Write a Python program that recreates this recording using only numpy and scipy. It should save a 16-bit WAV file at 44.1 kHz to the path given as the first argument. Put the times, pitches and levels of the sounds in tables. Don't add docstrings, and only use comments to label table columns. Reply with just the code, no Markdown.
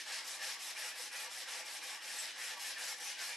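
import sys
import numpy as np
from scipy import signal
from scipy.fft import rfft, irfft, next_fast_len
from scipy.io import wavfile
from scipy.ndimage import uniform_filter1d

SR = 44100
rng = np.random.default_rng(int(sys.argv[2]) if len(sys.argv) > 2 else 0)


def file_out(sig):
    cols = np.atleast_2d(sig).T
    lim = np.clip(cols, -1, 1)
    pcm = np.round(lim * 32767).astype(np.int16)
    wavfile.write(sys.argv[1], SR, pcm)


def boost_factor(decibels):
    exponent = np.asarray(decibels, float) / 20
    return 10 ** exponent


N = 148176

# (frequency [Hz], level [dB])
HUM = [(25, -2), (55, -3.5), (110, -0.5), (160, 1), (235, 9.5), (260, 6.5), (315, 14.5), (420, 11)]
# (frequency [Hz], likeness [0-1])
HUM_SAME = [(25, .02), (60, .2), (125, 0.33), (250, 0.97), (500, 0.75)]
# (frequency [Hz], t60 [s])
ROOM_DECAY = [(300, 0.21), (1500, 0.18), (4000, .3), (8000, 0.18), (12000, 0.22)]
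# (frequency [Hz], level [dB])
ROOM_SIDE = [(300, -18), (700, -14.5), (1500, -13), (3000, -9), (6000, -6.5), (12000, -8.5)]
# (frequency [Hz], left minus right [dB])
LEAN = [(60, 5), (110, -5), (190, 0), (350, -0.5), (630, -0.5), (1140, 0.0), (2060, 0.5), (3710, 0.5),
        (6690, 1.5), (12100, 0.5)]
# (starting turn [s], hiss level [dB], slope over the stroke [dB], speed-up [s], slow-down [s])
STROKES = [(-.12, -38.5, -13, .02, 0.032), (0.047, -43.5, 1, 0.02, 0.016),
           (0.223, -45.5, -3.5, 0.025, 0.017), (0.39, -43, -5, 0.025, 0.022), (0.576, -46, 5, 0.014, 0.023),
           (0.741, -45, -3.5, 0.023, 0.018), (.937, -47, -0.5, 0.024, 0.025),
           (1.103, -46.5, -0.5, 0.017, .02), (1.284, -46, 3.5, 0.018, 0.017),
           (1.455, -44.5, -1, 0.016, 0.018), (1.631, -46.5, 5, 0.019, 0.021),
           (1.804, -46, -1.5, 0.015, 0.028), (1.994, -44.5, 5.5, 0.029, 0.053),
           (2.335, -44, 0, 0.04, 0.029), (2.558, -50.5, -5, 0.01, 0.0018),
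           (2.586, -44.5, 7.5, 0.0044, 0.037), (2.753, -44.5, -2, 0.027, .01),
           (2.953, -52, 6, 0.017, 0.0034), (2.995, -45, 8, 0.0038, 0.035), (3.154, -44, -5, 0.04, 0.053)]
# (ring level [dB], ring slope over the stroke [dB], low modes [dB], treble [dB])
GRIPS = [(-57, -15, -1, -1.5), (-54, -1, 0.5, -3), (-57.5, -2, 1, 1.6), (-54, -3, 2.2, -0.4),
         (-61.5, -7, 5.8, 2.4), (-51.5, -2.5, -1.3, 1.5), (-60, -8, 5, 5.5), (-52.5, 1, 1, 3.5),
         (-57, -4, -1, 1), (-52.5, -2.5, 0, -1.4), (-59, -6, 3.5, 1.3), (-54, -2, 1, -1),
         (-56, -6.5, -1, .1), (-52, 4, -3.5, -0.5), (-59, -3, 9, 6), (-55, -6, -3.5, 4.3),
         (-51.5, 0, -1.2, 2.4), (-55, 8, -0.5, 5), (-56, -5, 1.5, 4.7), (-54, -2, 1.5, 2.2)]
# (time [s], length [s], frequency [Hz], level [dB])
GRABS = [(0.42, 0.027, 1780, -46.5), (0.56, 0.022, 2100, -57), (0.77, 0.016, 2280, -49.5),
         (0.8, 0.033, 1900, -54), (0.94, 0.05, 2550, -58), (1.17, 0.1, 2440, -52),
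         (1.62, 0.084, 840, -64.5), (1.88, 0.076, 800, -61.5), (2.19, 0.033, 1880, -51.5),
         (2.5, 0.031, 1650, -67), (2.6, 0.028, 3240, -58), (2.775, 0.035, 1760, -51),
         (2.816, 0.026, 1620, -54), (2.9, .04, 1390, -66), (3.034, .035, 1730, -60.5),
         (3.209, 0.04, 1600, -50.5), (3.3, 0.032, 1700, -52.5), (3.31, 0.046, 2380, -50.5),
         (3.06, 0.11, 5900, -53), (3.9, 0.042, 4400, -48.5), (2.2, .03, 7900, -44.5),
         (2.64, 0.11, 5250, -60), (0.435, 0.046, 5500, -58), (2.66, .1, 3100, -62), (0.8, 0.045, 5000, -67)]
# (frequency [Hz], width [Hz], level [dB])
SKI_MODES = [(515, 45, -8), (638, 120, -6.5), (780, 85, -3), (840, 33, -4), (941.5, 25, -7),
             (1135, 61, -5.5), (1630, 114, 0.5), (1733, 43, -1.5), (1843, 41, 0), (1938, 59, -3),
             (2173, 26, -3.5), (2375, 140, 0.5), (2865, 77, -2), (1406, 110, -5.5)]
# (frequency [Hz], level [dB])
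HISS = [(150, -53), (440, -28), (520, -17.5), (1500, -11.5), (1700, -5.5), (4200, -7.5), (8000, -11),
        (12000, -13.5)]
# (frequency [Hz], width [Hz], level [dB])
BLOCK_HUMPS = [(5360, 540, -0.5), (7680, 230, -9.5), (11540, 410, -17.5)]

HUM_DB = -75
ROOM_MID_DB = -4
PLACES, PLACE_S = 12, 0.012
EDGE_HZ = 12052
LAST_TURN_S = 3.395
CREEP = 0.087
JUDDER_DB, JUDDER_S = 3.5, 0.0027
SLIPS_PER_S, SLIP_SPREAD_DB, RING_SPREAD_DB = 14000, 2, 1.5
CHATTER_DB, CHATTER_S = 0.5, 0.0027
RING_CHATTER_DB, RING_CHATTER_S = 4, 0.012
DULL_POWER, BRIGHT_POWER, RING_POWER = 0.37, 2.66, 0.23
SPLIT_HZ = 7500
LOW_MODES_HZ = 1400
GRAB_WIDTH = 0.074
PATCH_DB = 2.04


def evened(x):
    return x / np.sqrt(np.mean(x ** 2) + 1e-20)


def read(points, hz):
    f, value = np.transpose(points)
    return np.interp(np.log(hz + 1), np.log(f + 1), value)


def colour(x, gain):
    return irfft(rfft(x) * gain(np.fft.rfftfreq(N, 1 / SR)), N)


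def resonate(x, hz, width):
    r = np.exp(-np.pi * width / SR)
    pole = r * np.exp(2j * np.pi * hz / SR)
    return 2 * signal.lfilter([1 - r], [1, -pole], x).real


def wobble(depth_db, time_s):
    n = max(round(time_s * SR), 1)
    wander = uniform_filter1d(uniform_filter1d(rng.standard_normal(N), n), n)
    return boost_factor(2 * depth_db * np.tanh(evened(wander) / 2))


def hum():
    a, b = rng.standard_normal((2, N))

    def same(f):
        return np.clip(read(HUM_SAME, f), 0, 1)

    other = colour(a, same) + colour(b, lambda f: np.sqrt(1 - same(f) ** 2))
    murmur = colour(np.array([a, other]), lambda f: boost_factor(read(HUM, f)) / (1 + (f / 450) ** 12))
    return boost_factor(HUM_DB) * evened(murmur)


def room(x):
    taps = np.zeros((2 * PLACES, SR // 2))
    grid = np.arange(200, SR // 2 - 20, 20)
    at = grid + rng.integers(0, 20, (2 * PLACES, (SR // 2 - 201) // 20))
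    np.put_along_axis(taps, at, rng.choice([-1., 1.], at.shape), 1)
    hz, t, z = signal.stft(taps, SR, nperseg=256)
    z = z * boost_factor(-60 * t / read(ROOM_DECAY, hz)[:, None])
    z = z / np.linalg.norm(z, axis=(0, 2), keepdims=True)
    tail = signal.istft(z, SR, nperseg=256)[1]
    tail = tail.reshape(2, PLACES, -1) * np.sqrt(2 * PLACES) / np.linalg.norm(tail)
    away = (np.arange(N) / SR / PLACE_S - np.arange(PLACES)[:, None]) % PLACES - 1
    share = np.cos(np.pi / 2 * np.clip(away, -1, 1))
    size = next_fast_len(N + SR)
    mid, side = irfft((rfft(share * x, size) * rfft(tail, size)).sum(1), size)[:, :N]
    mid = boost_factor(ROOM_MID_DB) * mid
    side = colour(side, lambda f: boost_factor(read(ROOM_SIDE, f)))
    return np.array([mid + side, mid - side])


def motion():
    start, hiss_db, hiss_slope, up_s, down_s = np.transpose(STROKES)
    ring_db, ring_slope, low_db, treble_db = np.transpose(GRIPS)
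    t = np.arange(N) / SR
    end = np.append(start[1:], LAST_TURN_S)
    k = np.searchsorted(start, t) - 1
    since = t - start[k]
    left = np.maximum(end[k] - t, 0)
    along = since / (end - start)[k] - 0.5
    speed = np.tanh(since / up_s[k]) ** 2 * np.tanh(left / down_s[k]) ** 2
    speed = CREEP + (1 - CREEP) * speed
    speed = speed ** wobble(JUDDER_DB, JUDDER_S)
    press_db = hiss_db[k] + hiss_slope[k] * along
    ringing_db = ring_db[k] + ring_slope[k] * along
    levels_db = np.array([press_db, treble_db[k], ringing_db, low_db[k]])
    return speed, *boost_factor(uniform_filter1d(levels_db, size=600))


def slips(spread_db):
    hit = rng.random(N) < SLIPS_PER_S / SR
    sign = rng.choice([-1., 1.], N)
    size = rng.exponential(1, N)
    return evened(hit * sign * boost_factor(spread_db * np.minimum(size, 5)))


def grabs():
    t, out = np.arange(N) / SR, np.zeros(N)
    x = slips(RING_SPREAD_DB)
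    for s, length, hz, db in GRABS:
        part = slice(max(round((s - 0.15) * SR), 0), round((s + 0.15) * SR))
        width = GRAB_WIDTH * hz
        band = resonate(resonate(x[part], hz, width), hz, width)
        swell = np.exp(-0.5 * (2 * (t[part] - s) / length) ** 2)
        loudness = np.sqrt((band ** 2 * swell).sum() / swell.sum())
        out[part] += boost_factor(db) * swell * band / loudness
    return out


def ring(speed, press, low):
    drive = slips(RING_SPREAD_DB) * speed ** RING_POWER * press
    modes = 0
    for hz, width, db in SKI_MODES:
        grip = low if hz < LOW_MODES_HZ else 1
        caught = drive * grip * wobble(RING_CHATTER_DB, RING_CHATTER_S)
        mode = resonate(resonate(caught, hz, width * 1.23), hz, width * 1.23)
        modes = modes + boost_factor(db) / np.sqrt(np.pi * width / SR) * mode
    return modes * boost_factor(-7)


def patchy(x):
    z = signal.stft(x, nperseg=256, noverlap=192)[2]
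    field = uniform_filter1d(rng.standard_normal(z.shape), size=6, axis=0)
    field = evened(uniform_filter1d(field, size=10, axis=1))
    z = z * boost_factor(2 * PATCH_DB * np.tanh(field / 2))
    return signal.istft(z, nperseg=256, noverlap=192)[1][:N]


def hiss(speed, press, treble):
    x = patchy(slips(SLIP_SPREAD_DB) * wobble(CHATTER_DB, CHATTER_S))
    x = colour(x, lambda f: boost_factor(read(HISS, f)))
    humps = sum(boost_factor(db) * resonate(x, hz, width) for hz, width, db in BLOCK_HUMPS)
    x = evened(x + humps)
    dull = colour(x, lambda f: 1 / (1 + (f / SPLIT_HZ) ** 2))
    bright = (x - dull) * treble
    return press * (dull * speed ** DULL_POWER + bright * speed ** BRIGHT_POWER)


def scene():
    speed, press, treble, ringing, low = motion()
    rub = hiss(speed, press, treble) + ring(speed, ringing, low) + grabs()
    return rub + room(rub) + hum()


def low_pass(x):
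    return signal.sosfilt(signal.butter(12, 12660, fs=SR, output="sos"), x)


def record(dry):
    def port_gain(f):
        balance = boost_factor(np.outer([0.5, -0.5], read(LEAN, f)))
        return balance / (1 + (f / EDGE_HZ) ** 200)

    ports = colour(dry, port_gain)
    return low_pass(ports)


dry = scene()
out = record(dry)
file_out(out)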